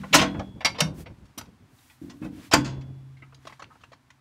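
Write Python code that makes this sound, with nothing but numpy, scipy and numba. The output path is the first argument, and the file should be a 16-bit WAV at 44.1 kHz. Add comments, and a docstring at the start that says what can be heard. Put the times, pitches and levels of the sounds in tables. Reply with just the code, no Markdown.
"""Doors slam in bursts of chatter, a latch clinks, loose parts tick and a tube frame booms; a long bar hums on.
The place is a quiet farmyard: a steel cattle head gate is worked a step from a phone's microphone.
Short runs of contacts set off damped modes for the blows, ticks and boom; the bar is one swelling, dying sine.
Bands of noise make the low rumble, the scrapes of swinging doors and a dull middle hush around blows and
ticks; a faint outdoor hush lies behind."""
import sys
import numpy as np
from scipy import signal
from scipy.fft import rfft, irfft
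from scipy.io import wavfile
from scipy.ndimage import uniform_filter1d
from numba import njit

SR = 44100
rng = np.random.default_rng(int(sys.argv[2]) if len(sys.argv) > 2 else 0)


def persist_wave(psi):
    """Save psi, clipped to +-1, as 16-bit WAV."""
    counts = np.round(np.clip(psi, -1, 1) * 32767).astype(np.int16)
    wavfile.write(sys.argv[1], SR, np.atleast_2d(counts).T)


N = 185616
T = np.arange(N) / SR  # time [s]

# Blows of the doors; then blows of the latch, with two clinks of another small part at .606 and 1.059 s:
# (time [s], relative clatter level at the corner [dB], corner [Hz],
# slope up to the corner [dB per octave], chatter [s], base clatter t60 at 2 kHz [s], place [0 = top, 1 = foot])
DOOR_BLOWS = [(.034, -31, 2400, -3.5, 0.0056, .058, 1), (.127, -9, 2660, 9.5, 0.0076, .11, .32),
              (.132, -0.5, 2480, 4, 0.0093, .048, .61), (.141, -6.5, 9000, -1, 0.01, .068, .24),
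              (.152, -9, 6440, 3.5, 0.0084, .2, .14), (.181, -9, 3040, 7, 0.018, .19, .7),
              (.214, -21, 6500, -2.5, 0.0091, .16, .97), (.345, -37, 2500, -6, 0.0058, .1, .42),
              (.394, -42, 6500, -7.5, 0.0042, .072, .81), (1.377, -27, 13000, 1.3, .009, 0.054, .66),
              (2.096, -39, 6500, 0.7, 0.0095, .085, .75), (2.22, -40.5, 2500, -1.3, 0.019, .12, 1),
              (2.246, -47.5, 5950, -5, 0.007, .085, .4), (2.513, -21.5, 5960, 1, 0.012, .26, .4),
              (2.524, -7, 2700, 6, 0.014, .086, .4), (2.536, -6.5, 7060, -1, 0.0035, .07, .94),
              (2.645, -32.5, 6600, 0.7, 0.012, .3, .65), (2.809, -46, 6050, 0.5, 0.006, .087, .53)]
LATCH_AND_SMALL_PART_BLOWS = [(.606, -29, 3310, 0, 0.01, 0.057, 0.45),
                              (.647, -7.5, 4700, 2, 0.013, 0.069, 0),
                              (.745, -33, 4000, -2, 0.023, 0.034, 0.5),
                              (.783, -26.5, 4970, -1.5, 0.014, 0.18, .53),
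                              (.804, -5, 5970, 1, 0.0047, 0.045, .7),
                              (1.059, -36, 3400, -0.5, 0.011, 0.04, 0.5),
                              (1.252, -57.5, 8990, .3, .011, 0.067, 0.54)]
# Clear modes for each of these: (pitch [Hz], level struck at the top [dB], level struck at the foot [dB], t60 [s])
DOOR_MODES = [(483, -28, -12.5, 0.38), (590, -13.5, -2, 0.11), (645, -21, -14.5, 0.25),
              (814, -21.5, -12.5, 0.07), (890, -12.5, -18, 0.28), (912, -31, -23.5, 1),
              (960, -11.5, -12, 0.18), (1083, -17, -2.5, 0.28), (1226, -4.5, -15, 0.2),
              (1496, -13, -11, 0.3), (1905, -3.5, -21.5, 0.13), (1960, -30, -27, .5),
              (2570, -17.5, -18.5, 0.11), (2810, -3, -22.5, 0.24), (3176, -34, -28, .33),
              (3400, -27.5, -30.5, 0.71), (3333, -27, -31, 0.94), (3400, -26.5, -31, 1),
              (4000, -22.5, -26.5, 0.13), (4120, -1.5, -25.5, 0.28), (4400, 0, -29.5, .15),
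              (5060, -25, -33, 0.21), (7070, -7, -21, .12), (8400, -29, -35, 0.31)]
SMALL_METAL_MODES = [ (1136, -13, -20, .15), (1373, -20, -14, .12), (1776, -10, -20, .09),
                     (2180, -5, -10, .1), (2740, -11, -15, .13), (2923, -8, -20, .07), (3670, -22, -6, .15),
                     (4060, -10, -22, .08), (4652, 0, -15, .11), (5150, -13, -18, .08),
                     (5520, -18, -3, .12), (5785, -6, -25, .09), (5890, -9, -18, .14),
                     (9345, -20, -12, .08), (11560, -28, -16, .08)]
# Build for each: (ring re clatter at t60 0.1 s [dB], ring gained per doubling of clatter t60 [dB],
# treble loss [exponent])
DOOR_BUILD = (-14, 6, 0.42)
SMALL_METAL_BUILD = (-8.5, 0.3, 0.59)
# Clinks of loose parts: (time [s], relative level [dB], clink [Hz], fall above it [dB per octave],
# base t60 at 2 kHz [s])
TICKS = [(1.411, -27.5, 910, 2, 0.035), (1.453, -44, 848, 2, .045), (1.787, -48, 3730, 14, .034),
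         (1.898, -41, 2520, 10, 0.071), (3.169, -49, 2120, 7, 0.11), (3.221, -32.5, 2100, 25, 0.07),
         (3.324, -38, 1175, 11.5, 0.06), (3.345, -37.5, 3870, 0.5, 0.033), (3.452, -31.5, 713, 5, 0.054),
         (3.47, -25, 1145, 2.5, 0.04), (3.496, -33.5, 1090, 6, 0.06), (3.524, -31, 2020, 8.5, 0.048),
         (3.594, -28, 1100, 5, 0.066), (3.621, -23, 1340, 5.5, 0.045), (3.642, -33.5, 2670, 9, 0.022),
         (3.704, -38, 1266, 18, .12), (3.755, -36.5, 1300, 21, 0.034), (3.808, -46, 1290, 1.5, 0.071),
         (3.836, -31.5, 1260, 5, 0.038), (3.918, -33.5, 673, 4.5, 0.05), (3.931, -33.5, 1084, 3.5, 0.038),
         (4.103, -35.5, 1890, 1.5, 0.034)]
# Jolts of the frame: (time [s], relative level [dB], favoured pitch [Hz], t60 [s])
JOLTS = [(0.0, -31.5, 184.7, 0.5), (.106, -30.5, 209, .49), (.142, -10.5, 270, .64), (.188, -23, 153, 0.74),
         (.347, -26.5, 195, 0.43), (0.649, -28, 165, 1), (.811, -20, 156.4, 0.6), (.857, -20.5, 167, 0.32),
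         (1.374, -29.5, 293, .13), (1.426, -61, 144.3, 0.28), (2.014, -29.5, 281, 0.54),
         (2.098, -35, 275.5, .65), (2.216, -23, 314, 0.53), (2.248, -28.5, 265, 0.71),
         (2.535, -11, 274.5, 0.36), (2.579, -26, 278, 0.88), (3.219, -45, 420, .3), (3.457, -43.5, 412, .2),
         (3.616, -41.5, 406, .2), (3.732, -48.5, 400, .15)]
# Boom modes of the tube frame: (centre pitch [Hz], relative level [dB])
FRAME_MODES = [(80, 4), (118, -2.5), (152, 2.5), (194, 2), (248, -0.5), (285, 1), (315, -2), (355, -8.5)]
# Swells of noise: scrapes with treble as a door swings, and (first two and last two rows) dull middle hush
# around blows and ticks: (start [s], loudest [s], end [s], middle level [dB], treble level [dB])
NOISE_SWELLS = [(-.05, -0.002, 0.52, -55, -80), (0.246, .4, 1.3, -73.5, -98),
                (0.932, 1.006, 1.047, -57.5, -54), (1.663, 1.87, 2.05, -65.5, -63.5),
                (2.0, 2.028, 2.32, -65.5, -67), (2.206, 2.246, 2.3, -57, -68),
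                (2.286, 2.45, 2.51, -53.5, -61), (3.377, 3.5, 3.63, -60.5, -84), (3.67, 3.74, 4, -67, -92)]
# Spectrum of the outdoor hush: (frequency [Hz], relative density [dB per Hz])
HUSH_SPECTRUM = [(18, -57), (30, -18.5), (138, 0), (184, -26), (252, -3.5), (449, -27.5), (721, -17.5),
                 (962, -16), (9460, -35.5), (16000, -43.5)]

# above the corner the clatter falls [dB per octave], faster for each dB that a blow is below 0 dB
FALL_DB, SOFTER_FALL_DB = 10, 0.55
TICK_CHATTER = 0.13  # the chatter lasts this share of a tick's base t60
CHUTE_DB, CHUTE_T60_S = -12, 0.18  # sound scattered back by planks and rails
BAR_S, BAR_HZ, BAR_DB, BAR_T60_S = 2.54, 133, -26.5, 2
# rumble for a 0 dB jolt, share of the jolt's dB that it follows, swell time constant, t60
ROCK_DB, ROCK_SHARE, ROCK_RISE_S, ROCK_T60_S = -25.5, 0.82, 0.013, 1.2
SHUDDER_DB, SHUDDER_T60_S = -4.5, 1.7  # the ground under the frame, level re the rumble
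HUSH_DB = -62.5
TOP_HZ = 15700  # upper limit of the microphone


def struck(blows, modes, build):
    """Blows on metal: a crowd of modes coloured by the blow, and clear modes weighted by the place struck."""
    out = np.zeros(N)
    mode_hz, top_db, foot_db, mode_t60 = np.transpose(modes)
    ring_db, longer_db, treble_loss = build
    for s, db, corner_hz, slope_db, chatter_s, life, place in blows:
        fall_db = FALL_DB - SOFTER_FALL_DB * db
        crowd_hz, crowd_t60 = crowd(count=360, t60=life, treble_loss=treble_loss)
        octaves = np.log2(crowd_hz / corner_hz)
        colour_db = np.where(octaves < 0, slope_db, -fall_db) * octaves
        add(out, s, ring(crowd_hz, db - 23.5 + colour_db, crowd_t60, chatter_s, scatter_db=2.4))

        place = np.clip(place, 0, 1)
        place_db = (1 - place) * top_db + place * foot_db
        clear_db = db + ring_db + longer_db * np.log2(10 * life) + place_db
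        clear_db -= 0.44 * fall_db * np.maximum(np.log2(mode_hz / corner_hz), 0)
        add(out, s, ring(mode_hz, clear_db, mode_t60, chatter_s / 2, scatter_db=1.5))
    return out


def ticks():
    """Loose pins and chain links: short modes that crowd round one clink, with little extreme treble."""
    out = np.zeros(N)
    for s, db, clink_hz, fall_db, life in TICKS:
        hz, t60 = crowd(count=200, t60=life, treble_loss=0.11)
        octaves = np.log2(hz / clink_hz)
        lean_db = np.where(octaves > 0, -fall_db * octaves, 5.3 * octaves)
        lean_db -= 18.6 * np.maximum(np.log2(hz / 6000), 0)
        chatter_s = TICK_CHATTER * life
        add(out, s, ring(hz, db - 27 + lean_db, t60, chatter_s, scatter_db=3.5))
        clink = ring(np.array([clink_hz]), db - 6, np.array([0.49 * life]), chatter_s / 2, scatter_db=0.59)
        add(out, s, clink)
    return out


def chute(x):
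    """Planks and rails close by scatter each blow into a short dense tail of decaying noise."""
    t = T[:int(.5 * SR)]
    grain = signal.lfilter([1], [1, -.3], rng.standard_normal(len(t)))
    tail = grain * np.exp(-np.log(1000) * t / CHUTE_T60_S)
    tail /= np.sqrt(np.sum(tail ** 2))
    return x + undb(CHUTE_DB) * signal.fftconvolve(x, tail)[:N]


def frame():
    """Each jolt booms in the tube frame, most near its favoured pitch; twin tubes beat against each other."""
    out = np.zeros(N)
    hz, mode_db = np.repeat(np.transpose(FRAME_MODES), 2, axis=1)
    twin_db = np.tile([0, -7], len(FRAME_MODES))  # the far twin is fainter
    for s, db, pitch, t60 in JOLTS:
        detuned_hz = hz * (1 + .018 * rng.standard_normal(len(hz)))
        lean_db = -13.0 * np.abs(np.log2(hz / pitch)) + twin_db
        level_db = db - 7 + mode_db + lean_db
        add(out, s, ring(detuned_hz, level_db, np.full(len(hz), t60), chatter_s=.001, scatter_db=1.5))
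    # heavy, soft contacts carry no treble
    return signal.sosfilt(signal.butter(2, [60, 550], "band", fs=SR, output="sos"), out)


def bar():
    """The long bar swells in at the last slam and hums out as a decaying sine, wavering a little."""
    t = np.maximum(T - BAR_S, 0)
    shape = np.exp(-np.log(1000) * t / BAR_T60_S) * (1 - np.exp(-t / 0.026))
    return undb(BAR_DB) * flicker(7.8, 0.61) * shape * np.sin(2 * np.pi * BAR_HZ * t)


def rocking():
    """Jolts rock the frame on its footing: low rumble and a deeper ground shudder swell in and die away."""
    s, db = np.transpose(JOLTS)[:2, :, None]
    t = np.maximum(T - s, 0)
    swell = undb(ROCK_DB + ROCK_SHARE * db) * (1 - np.exp(-t / ROCK_RISE_S))

    def dying(t60):
        """Jolts add up by energy while each one decays."""
        return np.sqrt(np.sum((swell * np.exp(-np.log(1000) * t / t60)) ** 2, axis=0))

    rumble = dying(ROCK_T60_S) * band(59, 280)
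    shudder = undb(SHUDDER_DB) * dying(SHUDDER_T60_S) * band(50, 120)
    return flicker(40, 3.9) * (rumble + shudder)


def noise_swells():
    """Scrapes of swinging doors and dull hush around blows and ticks: grainy middle and airy treble noise."""
    gain = np.zeros((2, N))
    for start, loudest, end, *db in NOISE_SWELLS:
        gain += np.outer(undb(db), np.interp(T, [start, loudest, end], [0, 1, 0]))
    middle = gain[0] * flicker(86, 0.62) * band(880, 3000, order=1)
    treble = gain[1] * flicker(20, 1.2) * band(3300, 15000, order=1)
    return middle + treble


def hush():
    """Distant outdoor noise: white noise shaped by a fixed spectrum, its level wandering slowly."""
    hz, db = np.transpose(HUSH_SPECTRUM)
    f = np.arange(1, N // 2 + 2) * SR / N
    shape = undb(np.interp(np.log(f), np.log(hz), db))
    noise = irfft(rfft(rng.standard_normal(N)) * shape, N)
    return undb(HUSH_DB) * unit(noise) * flicker(1.9, 0.77)


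def crowd(count, t60, treble_loss):
    """Many unnamed modes of plates and tubes; a few ring on longer, the treble dies first."""
    chance = rng.random((count, 2)).T
    hz = 470 * (16000 / 470) ** (chance[0] ** .7)
    longer = (1 - .97 * chance[1]) ** -.1
    return hz, t60 * (hz / 2000) ** -treble_loss * longer


def ring(hz, db, t60, chatter_s, scatter_db):
    """Modes set off by a run of uneven small contacts that dies away; every blow finds its own strengths."""
    t60, chatter_s = np.clip(t60, .008, 3), np.clip(chatter_s, .0004, .03)
    t = T[:4096]
    dying = np.exp(-np.maximum(t - chatter_s, 0) / (0.48 * chatter_s))
    push = rng.standard_normal(len(t)) ** 3 * dying
    push = push[:int(3 * chatter_s * SR)]
    hz = np.minimum(hz, .45 * SR)
    # even out the modes, whichever pitches the contacts happen to favour
    spectrum = np.abs(rfft(push, 16384))
    reach = spectrum[(hz / SR * 16384).astype(int)] + .25 * np.sqrt(np.sum(push ** 2))
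    chance = rng.standard_normal((len(hz), 2)).T
    gain = undb(db + scatter_db * chance[0]) * np.sign(chance[1]) / reach
    pole = np.exp(2j * np.pi * hz / SR - np.log(1000) / (t60 * SR))
    length = len(push) + (1.2 * t60 * SR).astype(int)
    return resonate(push, pole, gain, length)


@njit
def resonate(push, pole, gain, length):
    """A bank of damped oscillators driven by one short push, each run until it has died."""
    out = np.zeros(length.max())
    for k in range(len(pole)):
        z = 0j
        for i in range(length[k]):
            z = z * pole[k] + (push[i] if i < len(push) else 0.)
            out[i] += gain[k] * z.imag
    return out


def flicker(rate, db):
    """A gain that wanders with an rms of `db`, drawing a new random level `rate` times a second."""
    k = int(SR / rate)
    steps = np.repeat(rng.standard_normal(N // k + 1), k)[:N]
    return undb(db * unit(uniform_filter1d(steps, k)))


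def band(lo_hz, hi_hz, order=2):
    """Steady noise in a band, rms 1."""
    sos = signal.butter(order, [lo_hz, min(hi_hz, .45 * SR)], "band", fs=SR, output="sos")
    return unit(signal.sosfilt(sos, rng.standard_normal(N)))


def undb(db):
    """Amplitude ratio of a level in dB."""
    return 10 ** (np.asarray(db) / 20)


def unit(x):
    """Scale a signal to rms 1."""
    return x / np.sqrt(np.mean(x ** 2))


def add(out, s, x):
    """Mix a sound in at `s` seconds, cut off at the end of the scene."""
    i = int(s * SR)
    out[i:i + len(x)] += x[:N - i]


def scene():
    """Blows and ticks with their scattered tail, then the frame, bar, rumble, noise swells and farmyard hush."""
    doors = struck(DOOR_BLOWS, DOOR_MODES, DOOR_BUILD)
    small_metal = struck(LATCH_AND_SMALL_PART_BLOWS, SMALL_METAL_MODES, SMALL_METAL_BUILD)
    metal = chute(doors + small_metal + ticks())
    return (metal + frame() + bar() + rocking() + noise_swells() + hush())[None]


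def record(dry):
    """The phone's microphone loses the deep bass, rounds the loudest peaks and cuts the top."""
    no_bass = signal.sosfilt(signal.butter(3, 42, "high", fs=SR, output="sos"), dry)
    rounded = no_bass / (1 + np.abs(no_bass) ** 4) ** .25
    return signal.sosfilt(signal.ellip(10, .2, 70, TOP_HZ, fs=SR, output="sos"), rounded)


dry = scene()
out = record(dry)
persist_wave(out)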